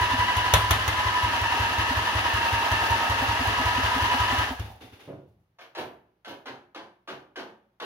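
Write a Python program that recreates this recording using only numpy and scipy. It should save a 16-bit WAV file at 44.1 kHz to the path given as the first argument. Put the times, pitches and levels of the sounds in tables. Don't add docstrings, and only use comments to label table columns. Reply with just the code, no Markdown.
import sys
import numpy as np
from scipy import signal
from scipy.fft import rfft, irfft, next_fast_len
from scipy.io import wavfile
from scipy.ndimage import uniform_filter1d

SR = 44100
rng = np.random.default_rng(int(sys.argv[2]) if len(sys.argv) > 2 else 0)


def magnitude_from_level(level_db):
    exponent = np.asarray(level_db, float) / 20
    return 10 ** exponent


def log_audio(samples):
    frames = np.atleast_2d(samples).T
    limited = np.clip(frames, -1, 1)
    pcm = np.round(limited * 32767).astype(np.int16)
    wavfile.write(sys.argv[1], SR, pcm)


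N = 346175
TIME, SIZE = np.arange(N) / SR, next_fast_len(N + SR // 10)
BINS_HZ = np.maximum(np.arange(SIZE // 2 + 1) * SR / SIZE, 1)

# start_s, cycles_turned
CRANK_TURNS = [(.004, 0), (.359, 2), (.871, 5), (1.226, 7), (1.407, 8), (2.33, 13), (2.898, 16), (3.09, 17),
               (3.465, 19), (4.377, 24), (4.588, 25)]
REAR_PHASE = 0.56

THUMP_DB, CRACK_DB, REAR_DB, BEAT_SCATTER_DB = -21, -22.5, -34.5, 1.22
FIRING_CYCLES = [3, 4, 5, 25]
# thump_db, crack_db, rear_db
FIRING_GAINS = [
    (9, 13.5, 10.5),
    (6.5, 11.5, 7.5),
    (0, 8.5, 5.5),
    (-3, -4.5, -5),
]
# pitch_hz, level_db, dying_time_s
PIPE_TONES = [(60.6, -.6, .17), (103.8, 7.4, .23), (75.8, -15.6, .8)]
SLUG_HZ, SLUG_T60_S = 91.7, .2
# pitch_hz, level_db_per_hz
CRACK_COLOUR = [(76, -22.5), (130, -10.5), (248, -28.5), (954, -13), (1970, -17), (2180, -19),
                (3460, -14.5), (4980, -30), (5850, -28.5), (7600, -25), (11800, -23.5), (16000, -29.5)]
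# pitch_hz, width_hz, level_db
PIPE_MOUTH = [(535, 53, -6.5), (700, 280, -11.5), (3780, 170, -13), (5760, 450, -14.5), (6730, 790, -14.5)]

SPIT_CYCLES = [0, 10, 17, 18, 19, 20, 21, 22, 23, 24]
SPIT_LAG_S, SPIT_DB, SPIT_REAR_DB = .137, -26, 4.5
SPIT_REAR_LAG_S, SPIT_ECHO_DB = .022, -31

# start_s, level_db
EFFORT = [(0, 2.9), (.5, 2.1), (.72, -1.3), (1.0, 0.1), (1.3, 0.7), (1.6, 1.5), (2.0, -0.4), (2.35, 2),
          (2.6, 1.2), (2.95, -0.5), (3.2, 0), (3.4, 0.2), (3.75, 0.8), (4.12, 1.6), (4.4, 0)]
# start_s, pitch_hz
PINION_RATE = [(0, 982), (.5, 985), (.85, 1010), (1.2, 982), (1.35, 942), (1.85, 942), (2.1, 968),
               (2.35, 940), (2.9, 922), (3.3, 940), (3.7, 972), (4.5, 980)]
TEETH_PER_ARMATURE_TURN = 20
# multiple_of_tooth_rate, level_db
MESH_TONES = [(1, 0), (2, -9), (3, -11)]
# pitch_hz, width_hz, level_db
NOSE_CONE = [(936, 40, 3), (988, 40, 3), (1790, 40, 4)]
# pitch_hz, width_hz, level_db
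RING_GEAR = [(2600, 71, 13.5), (2736, 50, 9.5), (2810, 40, 5), (2960, 74, 3.5)]
SCREECH_DB, SCREECH_WIDTH_HZ = -7, 170
# pitch_hz, level_db_per_hz
GRIND_COLOUR = [(90, -42), (150, -22.5), (254, -15), (376, -16), (566, -16), (960, -5.5), (1480, -12.5),
                (1760, -7), (2360, -16.5), (2810, -11.5), (3300, -15.5), (6600, -27.5), (10000, -33),
                (16000, -44)]
# pitch_hz, width_hz, level_db
HOUSING = [(642, 23, -8), (848, 20, -7.5), (1269, 19, 1.5), (1612, 25, -2.5), (1680, 53, -3.5),
           (1772, 13, 3.5), (2837, 33, -16.5)]
WHINE_DB, GRIND_DB, CLATTER_DB = -29.5, -30.5, -41
GRIND_FOLLOWS, CLATTER_DB_PER_HZ, LOAD_DB_PER_S = .25, 0.14, 4
RELEASE_S, WHINE_FALL, GRIND_FALL, CLATTER_FALL = 4.434, 170, 112, 52

# start_s, wheeze_db, rumble_db, intake_pop_db
COAST = [
    (4.599, -42.5, -36, -62),
    (4.645, -50.5, -39.5, -70),
    (4.813, -45.5, -46, -70),
    (4.843, -62, -45, -46),
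    (4.928, -50.5, -49, -53),
    (5.0, -49, -63, -67),
    (5.05, -56, -50, -70),
    (5.28, -96.5, -51.5, -91),
    (5.4, -97, -57, -90),
]
STROKE_RISE_S, WHEEZE_T60_S, RUMBLE_T60_S = 0.0155, 0.52, 0.46
# pitch_hz, level_db_per_hz
WHEEZE_COLOUR = [(120, -36.5), (200, -12), (268, -7.5), (506, -10), (618, -16), (812, -11.5), (923, -17.5),
                 (2800, -16.5), (7480, -33), (11000, -32), (15500, -40)]
# pitch_hz, width_hz, level_db
WHEEZE_RING = [(2820, 250, -17.5), (3570, 230, -15.5)]
KICK_S, KICK_DB, KICK_LENGTH_S = 5.076, -38, 0.13
# pitch_hz, level_db_per_hz
KICK_COLOUR = [(71, -31.5), (120, -12.5), (252, -16.5), (288, -5), (321, -12), (565, -16), (655, -19),
               (802, -25.5), (3000, -46), (3900, -73), (6600, -120)]

# start_s, heel_grit_db, sole_db, sole_lag_s, ground_db
STEPS = [
    (5.585, -51.5, -53.5, 0.02, -64.5),
    (5.749, -40.5, -41.5, 0.025, -38.5),
    (6.246, -43.5, -47, 0.031, -45.5),
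    (6.456, -41, -49, 0.0073, -46.5),
    (6.746, -42, -61, 0.015, -47.5),
    (7.074, -43, -49, 0.012, -43),
    (7.357, -40, -51.5, .02, -42.5),
    (7.799, -41.5, -45.5, 0.019, -41.5),
]
# pitch_hz, level_db_per_hz
GRIT_COLOUR = [(290, -31.5), (500, -1), (1090, -7.5), (1260, -6), (1770, -6), (1900, -12), (3020, -13.5),
               (6060, -30), (7980, -34.5), (11600, -32), (16000, -34.5)]
# pitch_hz, level_db_per_hz
GROUND_COLOUR = [(35, -50), (60, -24), (123, -14), (171, -16), (232, -8), (343, -2.5), (418, -5), (763, -9),
                 (1000, -8), (1300, -30), (2200, -120)]
FINE_DB, FINE_DB_PER_S = 1, 111
THUD_DB, THUD_LAG_S, THUD_SPLIT_HZ = 0.8, .04, 220

# pitch_hz, dying_time_s
SHED_T60 = [(60, 0.94), (260, 0.39), (700, 0.48), (1800, 0.37), (4800, 0.26), (12000, 0.39)]
# pitch_hz, likeness (1 is identical)
LIKENESS = [(60, 0.99), (130, 0.98), (290, 0.92), (640, 0.62), (1410, 0.25), (3100, -0.03), (6820, -0.11),
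            (15000, -0.0)]
# pitch_hz, level_db_per_hz
QUIET_COLOUR = [(30, -13.5), (100, -11.5), (300, -9), (900, -9), (1500, -14), (3000, -19.5), (7000, -31.5),
                (16000, -30.5)]
QUIET_DB = -79
# pitch_hz, level_db
MAINS_HUM = [(60, -85), (120, -82), (180, -84)]
# pitch_hz, level_db
CAPSULE = [(6600, 0), (7100, -5), (8000, -8), (8800, -3), (10000, 0), (15850, 0), (16000, -60)]
# pitch_hz, level_db
PORTS = [(60, 1.5), (99, 1), (160, -2), (270, 0.0), (450, -1.5), (740, -2.5), (1220, 0), (2010, 2.0),
         (3330, 2), (5500, 1), (9080, -10), (15000, -11)]
LEFT_LAG = 5


def exhaust():
    s = beats()
    thump_db, crack_db, rear_db = strengths()
    rear_s = s + REAR_PHASE * np.append(np.diff(s), .2) + 0.003 * rng.standard_normal(len(s))
    valve = clicks(s + .0057, magnitude_from_level(thump_db)) + clicks(rear_s + .0057, magnitude_from_level(rear_db))
    blow_back_s = s[SPIT_CYCLES] + REAR_PHASE * .185 + SPIT_REAR_LAG_S
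    valve = valve + clicks(blow_back_s, magnitude_from_level(SPIT_ECHO_DB))
    push = signal.windows.gaussian(801, 100)
    slug = signal.fftconvolve(valve, push / push.sum(), "same")
    column = magnitude_from_level(-63) * ring(ring(slug, SLUG_HZ, SLUG_T60_S), SLUG_HZ, SLUG_T60_S)
    boom = 0
    for k, (hz, db, t60) in enumerate(PIPE_TONES):
        boom = boom + (-1) ** (k + 1) * magnitude_from_level(db) * ring(slug, hz, t60)
    opened = uniform_filter1d(clicks(s + .0075, magnitude_from_level(thump_db + crack_db)), size=SR // 500)
    bang = noise(CRACK_COLOUR, PIPE_MOUTH) * magnitude_from_level(10.5) * fade(opened, 0.049)
    dull = signal.sosfilt(signal.butter(1, 4000, fs=SR, output="sos"), noise(CRACK_COLOUR))
    return column + boom + bang + dull * magnitude_from_level(7.5) * fade(opened, 0.32)


def beats():
    s, cycles = np.transpose(CRANK_TURNS)
    return np.interp(np.arange(cycles[-1] + 1), cycles, s)


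def strengths():
    gain = BEAT_SCATTER_DB * rng.standard_normal((len(beats()), 3)) * [.6, 1.8, 2.5]
    gain[SPIT_CYCLES] = gain[SPIT_CYCLES] * .5 + np.array([0, 0, 1]) * SPIT_REAR_DB
    gain[FIRING_CYCLES] = FIRING_GAINS
    return (gain + [THUMP_DB, CRACK_DB, REAR_DB]).T


def starter(tail):
    effort_db = np.interp(TIME, *np.transpose(EFFORT))
    tooth_hz = np.interp(TIME, *np.transpose(PINION_RATE))
    off = np.maximum(TIME - RELEASE_S, 0)
    held = TIME - off
    whine_db = WHINE_DB + effort_db - WHINE_FALL * off
    grind_db = GRIND_DB + GRIND_FOLLOWS * effort_db + 0.34 * held - GRIND_FALL * off
    clatter_db = CLATTER_DB + CLATTER_DB_PER_HZ * (960 - tooth_hz)
    clatter_db = clatter_db + LOAD_DB_PER_S * (held - 2) - CLATTER_FALL * off

    cycle = 2 * np.pi * crank()
    teeth = 2 * np.pi * np.cumsum(tooth_hz) / SR
    teeth = teeth + 1.4 * np.sin(2 * cycle - 1.3)
    teeth = teeth + np.cumsum(drift(30.0) * magnitude_from_level(-2.0)) * 2 * np.pi * 8.19 / SR

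    throb = 1 + .55 * np.cos(teeth / TEETH_PER_ARMATURE_TURN + .6 * drift(8.0))
    mesh = sum(magnitude_from_level(db + 3.0 * drift(19.0)) * np.sin(k * teeth) for k, db in MESH_TONES)
    flat_base = [(10, 0), (20000, 0.0031)]
    swelling = throb * mesh * magnitude_from_level(3.4 * np.cos(2 * cycle - 1.8))
    whine = coloured(swelling, response(flat_base, NOSE_CONE))
    scuff = drift(SCREECH_WIDTH_HZ) * np.cos(3 * teeth)
    screech = coloured(scuff, response(flat_base, RING_GEAR))
    whine = rms_one(whine) + magnitude_from_level(SCREECH_DB) * rms_one(screech)
    whine = rms_one(shed(whine, tail, direct_db=10.0, build_s=0.0067)[:, :N])

    grind = noise(GRIND_COLOUR, HOUSING) * magnitude_from_level(0.77 * np.cos(2 * cycle - 2.2) + 0.7 * drift(29.0))
    rattle = noise([(300, -20.0), (500, -12.5), (760, 2.5), (900, 0.5), (1200, -30.5)])
    clatter = rattle * magnitude_from_level(4.5 * np.cos(cycle - 5.3) + 2.5 * drift(51.0))
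    return magnitude_from_level(whine_db) * whine + magnitude_from_level(grind_db + 3.0) * grind + magnitude_from_level(clatter_db - 5.5) * clatter


def crank():
    s = beats()[:-1]
    period = s[-1] - s[-2]
    s = np.r_[s[0] - period, s, s[-1] + period * np.arange(1, 30)]
    cycles = np.interp(TIME, s, np.arange(len(s)))
    return np.cumsum(uniform_filter1d(np.gradient(cycles), size=SR // 8)) + cycles[0]


def intake():
    s, _, _, coast_db = np.transpose(COAST)
    spit_s = beats()[SPIT_CYCLES]
    spit_db = SPIT_DB - 12 * np.maximum(spit_s - 4.2, 0)
    pops = clicks(spit_s + SPIT_LAG_S - .008, magnitude_from_level(spit_db)) + clicks(s - .008, magnitude_from_level(coast_db))
    return magnitude_from_level(-38) * ring(ring(pops, 262, 0.056), 262, 0.056)


def coasting(tail):
    _, wheeze_db, rumble_db, _ = np.transpose(COAST)
    rumble = noise([(30, -22.5), (60, 2.5), (105, 11.0), (150, -4.5), (200, -0.5), (300, -36)])
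    rumble = stroke(rumble_db - 7.5, RUMBLE_T60_S) * rumble
    wheeze = stroke(wheeze_db, WHEEZE_T60_S) * noise(WHEEZE_COLOUR, WHEEZE_RING)
    knock = rms_one(coloured(rng.standard_normal(N), response(KICK_COLOUR)))
    knock = magnitude_from_level(KICK_DB) * swell(TIME - KICK_S, KICK_LENGTH_S) * knock
    kick = shed(knock, tail, direct_db=-2.5, build_s=0.0075)
    return wheeze + rumble + kick[:, :N]


def stroke(db, t60):
    level = fade(clicks(np.array(COAST)[:, 0], np.power(magnitude_from_level(db), 2)), t60 / 2)
    return np.sqrt(np.abs(uniform_filter1d(level, size=max(round(STROKE_RISE_S * SR), 1))))


def boots(tails):
    grain_db = 0.87 * np.minimum(rng.exponential(1, N), 4) + 2.0 * drift(170.0)
    grains = rng.standard_normal(N) * magnitude_from_level(grain_db)
    grit = rms_one(coloured(grains, response(GRIT_COLOUR)))
    fine = signal.sosfilt(signal.butter(4, 4300, "high", fs=SR, output="sos"), grit)
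    coarse = signal.sosfilt(signal.butter(4, 4300, fs=SR, output="sos"), grit)
    soil = rms_one(coloured(rng.standard_normal(N), response(GROUND_COLOUR)))
    ground = signal.sosfilt(signal.butter(3, THUD_SPLIT_HZ, "high", fs=SR, output="sos"), soil)
    thud = signal.sosfilt(signal.butter(3, THUD_SPLIT_HZ, "low", fs=SR, output="sos"), soil)
    light_touch = signal.butter(2, [700, 8500], "band", fs=SR, output="sos")
    out, since = np.zeros((2, N + SR)), TIME[:SR // 5]
    for (s, heel_db, sole_db, lag, ground_db), tail in zip(STEPS, tails):
        start = round(s * SR)
        part = slice(start - SR, start - SR + len(since))
        stones = coarse[part] + magnitude_from_level(FINE_DB + FINE_DB_PER_S * lag) * fine[part]
        nip = np.exp(-since / 0.038) * np.minimum(since / 0.0022, 1)
        heel = magnitude_from_level(heel_db) * nip * signal.sosfilt(light_touch, stones)
        sole = magnitude_from_level(sole_db) * swell(since - lag, .06 + 1.3 * lag) * stones
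        weight = swell(since - 0.72 * lag, .14)
        late = magnitude_from_level(THUD_DB) * swell(since - THUD_LAG_S, 0.14) ** 1.3
        answer = magnitude_from_level(ground_db) * (weight * ground[part] + late * thud[part])
        heard = shed(heel + sole + answer, tail, direct_db=-1.0, build_s=0.00057)
        out[:, start:start + heard.shape[1]] += magnitude_from_level(3.0) * heard
    return out[:, :N]


def swell(since, length):
    return np.sin(np.pi * np.clip(since / length, 0, 1) ** 0.32) ** 2


def shed(x, tail, direct_db, build_s):
    path = tail * (1 - np.exp(-TIME[:tail.shape[1]] / build_s))
    path[:, 0] += magnitude_from_level(direct_db)
    return signal.fftconvolve(x[None], path, axes=1)


def echoes(count):
    span = N // 10
    t, tails = TIME[:span], 0
    white = noise([(10, 0), (20000, 0)])[:, :count * span].reshape(2, count, span)
    for low in 40 * 2 ** np.arange(0, 9, .5):
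        band = signal.sosfilt(signal.butter(1, [low, low * 2 ** .5], "band", fs=SR, output="sos"), white)
        t60 = at_hz(SHED_T60, low * 1.2)
        tails = tails + band * magnitude_from_level(-60 * t / t60) / np.sqrt(t60)
    return np.swapaxes(tails, 0, 1) / np.sqrt(np.sum(tails ** 2) / (2 * count))


def quiet_shed():
    hum = sum(magnitude_from_level(db + 3) * np.sin(2 * np.pi * hz * TIME) for hz, db in MAINS_HUM)
    return magnitude_from_level(QUIET_DB) * noise(QUIET_COLOUR) + hum


def noise(spectrum, peaks=()):
    alike = np.clip(at_hz(LIKENESS, BINS_HZ), -1, 1)
    gain = response(spectrum, peaks) * np.sqrt([1 + alike, 1 - alike])
    mid, side = coloured(rng.standard_normal((2, SIZE)), gain)
    return rms_one(np.array([mid + side, mid - side]))


def drift(hz):
    return rms_one(coloured(rng.standard_normal(SIZE), 1 / (1 + (BINS_HZ / hz) ** 2)))


def response(spectrum, peaks=()):
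    power = magnitude_from_level(at_hz(spectrum, BINS_HZ)) ** 2
    for hz, width, db in peaks:
        power = power + magnitude_from_level(db) ** 2 / (1 + (2 * (BINS_HZ - hz) / width) ** 2) ** 2
    return np.sqrt(power)


def coloured(x, gain):
    return irfft(rfft(x, SIZE) * gain, SIZE)[..., :N]


def at_hz(points, hz):
    table_hz, values = np.array(points).T
    return np.interp(np.log(hz), np.log(table_hz), values)


def clicks(times, sizes):
    out = np.full(N, 1e-18)
    places = np.round(np.asarray(times) * SR).astype(int)
    np.add.at(out, np.clip(places, 0, N - 1), sizes)
    return out


def ring(x, hz, t60):
    r, w = magnitude_from_level(-60 / (t60 * SR)), 2 * np.pi * hz / SR
    return signal.lfilter([0, np.sin(w)], [1, -2 * r * np.cos(w), r * r], x)


def fade(x, t60):
    return signal.lfilter([1], [1, -magnitude_from_level(-60 / (t60 * SR))], x)


def rms_one(x):
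    return x / np.sqrt(np.mean(x ** 2) + 1e-20)


def scene():
    tails = echoes(count=10)
    engine = exhaust() + intake() + starter(tails[0]) + coasting(tails[1])
    return engine + boots(tails[2:]) + quiet_shed()


def top_cut(x):
    return signal.sosfilt(signal.butter(12, 16470, fs=SR, output="sos"), x)


def record(dry):
    tilt = magnitude_from_level(at_hz(PORTS, BINS_HZ) / 2 * [[1], [-1]])
    ports = coloured(dry, response(CAPSULE) * tilt / np.mean(tilt, axis=0))
    ports[0] = np.r_[np.zeros(LEFT_LAG), ports[0, :-LEFT_LAG]]
    ports = signal.sosfilt(signal.butter(3, 40, "high", fs=SR, output="sos"), ports)
    return top_cut(ports)


dry = scene()
out = record(dry)
log_audio(out)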